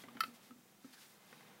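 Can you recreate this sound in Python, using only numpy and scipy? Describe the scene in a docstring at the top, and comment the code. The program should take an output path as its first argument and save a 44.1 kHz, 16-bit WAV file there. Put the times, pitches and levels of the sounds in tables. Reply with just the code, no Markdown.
"""A tin toy tank, turned over in one hand close to the microphone in a small quiet room.
As it tips, its loose gun mount falls against a stop: one sharp click and a weaker rebound.
The hollow hull bumps softly in the grip, loose parts tick and rubbing tin gives thin squeaks.
Skin slides and rustles on the shell, over a steady hiss."""
import sys
import numpy as np
from scipy import signal
from scipy.fft import rfft, irfft, next_fast_len
from scipy.io import wavfile
from scipy.ndimage import map_coordinates

SR = 44100
rng = np.random.default_rng(int(sys.argv[2]) if len(sys.argv) > 2 else 0)


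def wav_record(signal):
    """Record a signal, one row per channel, as 16-bit PCM in the file named by sys.argv[1]."""
    frames = np.transpose(np.atleast_2d(signal))
    bounded = np.clip(frames, -1, 1)
    # unit amplitude maps onto the largest positive 16-bit level
    quanta = np.round(bounded * 32767).astype(np.int16)
    wavfile.write(sys.argv[1], SR, quanta)


N = 70560


def amp(db):
    """Decibels to gain."""
    return 10 ** (np.asarray(db) / 20)


def along(points, hz):
    """A curve of (freq_hz, value) points, read on a log frequency axis."""
    freqs, values = np.transpose(points)
    return np.interp(np.log(hz + 1), np.log(freqs + 1), values)


def since(start_s):
    """Seconds since start_s, zero before it."""
    return np.maximum(np.arange(N) / SR - start_s, 0)


def fade(t, t60):
    """Exponential decay, 60 dB down after t60 seconds."""
    return np.exp(-np.log(1000) * t / t60)


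def swell(peak_s, rise_s, fall_s):
    """A bell-shaped rise to peak_s and fall after it."""
    t = np.arange(N) / SR - peak_s
    return np.exp(-(t / np.where(t < 0, rise_s, fall_s)) ** 2 / 2)


def ring(t, hz, t60, rise_s):
    """One mode that builds up and dies away."""
    return np.sin(2 * np.pi * hz * t) * fade(t, t60) * (1 - np.exp(-t / rise_s))


def resonance(hz, centre_hz, width_hz):
    """A peak of gain 1 at centre_hz, width_hz wide at half height."""
    return 1 / (1 + (2 * (hz - centre_hz) / width_hz) ** 2)


def filtered(x, response):
    """x through a filter whose gain is response(hz)."""
    size = next_fast_len(N + SR // 2)
    return irfft(rfft(x, size) * response(np.fft.rfftfreq(size, 1 / SR)), size)[:N]


def noise(spectrum, peaks=()):
    """Coloured noise of rms 1, with optional resonant peaks added to its spectrum."""
    def response(hz):
        boost = 1 + sum(amp(db) * resonance(hz, centre, width) for centre, width, db in peaks)
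        return amp(along(spectrum, hz)) * boost
    x = filtered(rng.standard_normal(N), response)
    return x / x.std()


def tilted(spectrum, db_per_octave):
    """A spectrum with its treble tipped up or down above 1 kHz."""
    return [(hz, db + db_per_octave * np.log2(max(hz / 1000, 1))) for hz, db in spectrum]


def room_hiss():
    """The steady noise floor of the quiet room."""
    # hiss spectrum: freq_hz, density_db
    spectrum = [(20, -3), (55, -33), (90, -1.5), (130, 1), (230, -3.5), (350, 6.5), (700, -23.5),
                (1500, -5.5), (3000, -10.5), (6000, -5), (12000, -8.5), (16000, -5.5)]
    return amp(-69) * noise(spectrum)


def room_reverb(x):
    """Nearby walls return a short diffuse tail."""
    # decay of the room: freq_hz, t60_s
    decay = [(200, 0.5), (1500, 0.17), (5000, 0.19), (14000, 0.36)]
    level_db, delay_s = -13, 0.0074
    hz, t, bands = signal.stft(rng.standard_normal(SR // 2), SR, nperseg=256)
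    _, tail = signal.istft(bands * fade(t, along(decay, hz)[:, None]), SR, nperseg=256)
    tail = np.pad(tail / np.linalg.norm(tail), (int(delay_s * SR), 0))
    return amp(level_db) * signal.fftconvolve(x, tail)[:N]


def hand():
    """Skin slides on the tin, bright and grainy, over the dull rustle of turning the toy."""
    # slides of skin: peak_s, level_db, rise_s, fall_s, tilt_db_per_octave
    strokes = [(.015, -60.5, 0.056, 0.02, 1.5), (.265, -63.5, 0.023, 0.028, 1),
               (.345, -64.5, 0.0065, 0.027, 2.5), (0.454, -66.5, 0.035, 0.047, 1.5),
               (.86, -67.5, .03, 0.15, 0.5), (.935, -59, 0.0061, 0.016, -0.5),
               (1.019, -60.5, 0.038, .035, 0.5), (1.1, -66.5, 0.05, 0.055, 3.5),
               (1.34, -67, 0.084, 0.074, 0)]
    # spectrum of skin on tin: freq_hz, density_db
    skin_spectrum = [(200, -40), (900, 0.5), (1700, 3.5), (3300, 1.5), (5000, 1), (7000, -3.5),
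                     (12000, -5.5), (16000, -10)]
    # strength of the rustle as the hand turns: time_s, level_db
    turning = [(0, -62), (.15, -63), (.3, -64.5), (.42, -64.5), (.55, -69.5), (.78, -69), (.92, -69.5),
               (1.12, -68), (1.26, -65), (1.35, -64), (1.48, -61), (1.6, -64)]
    # rustle spectrum: freq_hz, density_db
    rustle_spectrum = [(30, -39), (80, -24), (130, 3), (210, -0.5), (350, -0.5), (800, 0), (2000, -5.5),
                       (3800, -11), (7000, -19.5), (16000, -21.5)]
    # shell resonances woken by the rubbing: centre_hz, width_hz, peak_db
    shell_peaks = [(209.5, 43, 7.5), (492, 17, -1), (781, 23, -4), (2070, 30, 3), (2507, 35, -2.5),
                   (3120, 160, -6), (3680, 300, -3.5)]
    grain_db, grains_per_s = 0.5, 120
    t = np.arange(N) / SR
    slides = sum(amp(db) * swell(peak_s, rise_s, fall_s) * noise(tilted(skin_spectrum, tilt))
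                 for peak_s, db, rise_s, fall_s, tilt in strokes)
    grain = amp(grain_db * map_coordinates(rng.standard_normal(N), [t * grains_per_s]))
    rustle_db = np.interp(t, *np.transpose(turning))
    rustle = amp(rustle_db) * noise(rustle_spectrum, shell_peaks)
    return grain * (slides + rustle)


def squeaks():
    """Friction briefly feeds one resonance of the tin."""
    # thin squeaks and scrapes: peak_s, level_db, half_length_s, pitch_hz, width_hz
    rubs = [(0.014, -66.5, 0.016, 3300, 90), (.939, -66, .009, 4450, 1400),
            (0.977, -66.5, 0.013, 1603, 130), (1.394, -74, 0.013, 3800, 40)]
    out = np.zeros(N)
    for peak_s, db, half_s, pitch_hz, width_hz in rubs:
        band = filtered(rng.standard_normal(N), lambda hz: resonance(hz, pitch_hz, width_hz))
        out += amp(db) * swell(peak_s, half_s, half_s) * band / band.std()
    return out


def loose_parts():
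    """Each small part ticks with one short note and a scratch."""
    # ticks: start_s, level_db, pitch_hz, scratch_db
    ticks = [(0.0367, -50, 2000, -1.5), (0.0847, -47.5, 1180, -6.5), (.152, -54.5, 842, -4),
             (0.1687, -50, 1368, 2.5), (0.192, -61, 2950, -5), (0.237, -44.5, 2580, -4),
             (0.508, -50, 1287, -12.5), (0.844, -56, 1300, -16), (1.3285, -54.5, 1850, 0.5),
             (1.407, -59, 2050, 0.5)]
    # scratch spectrum: freq_hz, density_db
    scratch_spectrum = [(100, -19), (400, 5.5), (1000, 4.5), (2200, 3), (4500, -10), (7000, -27),
                        (16000, -21)]
    t60_s = 0.046
    out = np.zeros(N)
    for start_s, db, hz, scratch_db in ticks:
        t = since(start_s)
        note = ring(t, hz, t60_s, rise_s=0.00069)
        scratch = noise(scratch_spectrum) * (t > 0) * fade(t, t60_s)
        out += amp(db) * (note + amp(scratch_db) * scratch)
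    return out


def hull_bumps():
    """Soft contacts wake only the low modes of the hollow hull."""
    # bumps in the grip: start_s, level_db, pitch_hz
    bumps = [(.039, -51, 265), (0.077, -48.5, 249), (0.116, -53.5, 252), (0.153, -45, 255),
             (0.167, -46.5, 247.6), (0.254, -49.5, 252), (0.28, -48, 252), (.297, -58.5, 246.5),
             (0.499, -54.5, 252), (.511, -48, 255.5), (.56, -55, 256), (0.581, -60, 256), (0.649, -65, 261),
             (0.8453, -44.5, 265), (1.317, -58.5, 251)]
    # hull modes: pitch_ratio, level_db, t60_s
    modes = [(1, -1.5, 0.12), (.95, -12, 0.34), (1.28, -11.5, 0.044), (.55, -13.5, 0.11), (1.9, -13, 0.055)]
    low_cut_hz = 127  # the small hull radiates little below this
    ringing = sum(amp(db + mode_db) * ring(since(start_s), hz * ratio, t60, rise_s=0.0014)
                  for start_s, db, hz in bumps for ratio, mode_db, t60 in modes)
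    return signal.sosfilt(signal.butter(2, low_cut_hz, 'highpass', fs=SR, output='sos'), ringing)


def gun_mount():
    """The mount hits its stop and rebounds; each contact cracks and sets it ringing."""
    # hits: start_s, level_db, ring_tilt_db_per_octave, contact_s, crack_tilt_db_per_octave
    hits = [(0.2055, -18, -2.5, 0.0024, 2.5), (0.2351, -28.5, -2.5, 0.0052, -2)]
    # modes of the mount, the main note and then roughly low to high: pitch_hz, level_db, t60_s
    modes = [(1321.4, 3.5, 0.032), (1233, -26.5, 0.1), (1365, -24, 0.051), (1560, -23, .055),
             (1783, -12, 0.044), (1973, -13, 0.04), (2090, -24.5, 0.058), (2600, -12, 0.023),
             (2810, -20, 0.031), (3077, -12.5, 0.037), (3250, -28, .04), (3827, -15, 0.031),
             (4225, -17.5, 0.049), (4555, -5.5, 0.018), (5000, -19, 0.019), (5696, -45, 0.12),
             (9900, -25, 0.031), (11450, -46, 0.024), (12860, -33, .03), (12770, -28, 0.031)]
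    # spectrum of the contact's crack: freq_hz, density_db
    crack_spectrum = [(100, -32), (800, -25), (1300, -3.5), (1900, -5), (3200, -6), (4600, -3),
                      (5700, -7.5), (6500, -20.5), (7300, -8.5), (10000, -8), (13500, -6.5), (16000, -11)]
    main_hz, rise_cycles = modes[0][0], 4.54
    crack_db, crack_t60_s = -16.5, 0.026
    peak_width_hz, peak_db = 155, 9  # the crack is stronger near each mode
    peaks = [(hz, peak_width_hz, peak_db) for hz, _, _ in modes]
    out = np.zeros(N)
    for start_s, db, ring_tilt, contact_s, crack_tilt in hits:
        t = since(start_s)
        ringing = sum(amp(mode_db + ring_tilt * np.log2(hz / main_hz))
                      * ring(t, hz, t60, rise_cycles / hz) for hz, mode_db, t60 in modes)
        # the crack holds while the contact lasts, then dies away
        envelope = (t > 0) * fade(since(start_s + contact_s), crack_t60_s)
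        crack = noise(tilted(crack_spectrum, crack_tilt), peaks) * envelope
        out += amp(db) * (ringing + amp(crack_db) * crack)
    return out


def scene():
    """Toy and hand close to one microphone, with the room faint behind them."""
    toy = gun_mount() + hull_bumps() + loose_parts() + squeaks()
    return (toy + room_reverb(toy) + hand() + room_hiss())[None]


def record(dry):
    """The recorder keeps nothing above its band limit."""
    top_hz = 15850
    return np.array([filtered(channel, lambda hz: hz < top_hz) for channel in dry])


dry = scene()
out = record(dry)
wav_record(out)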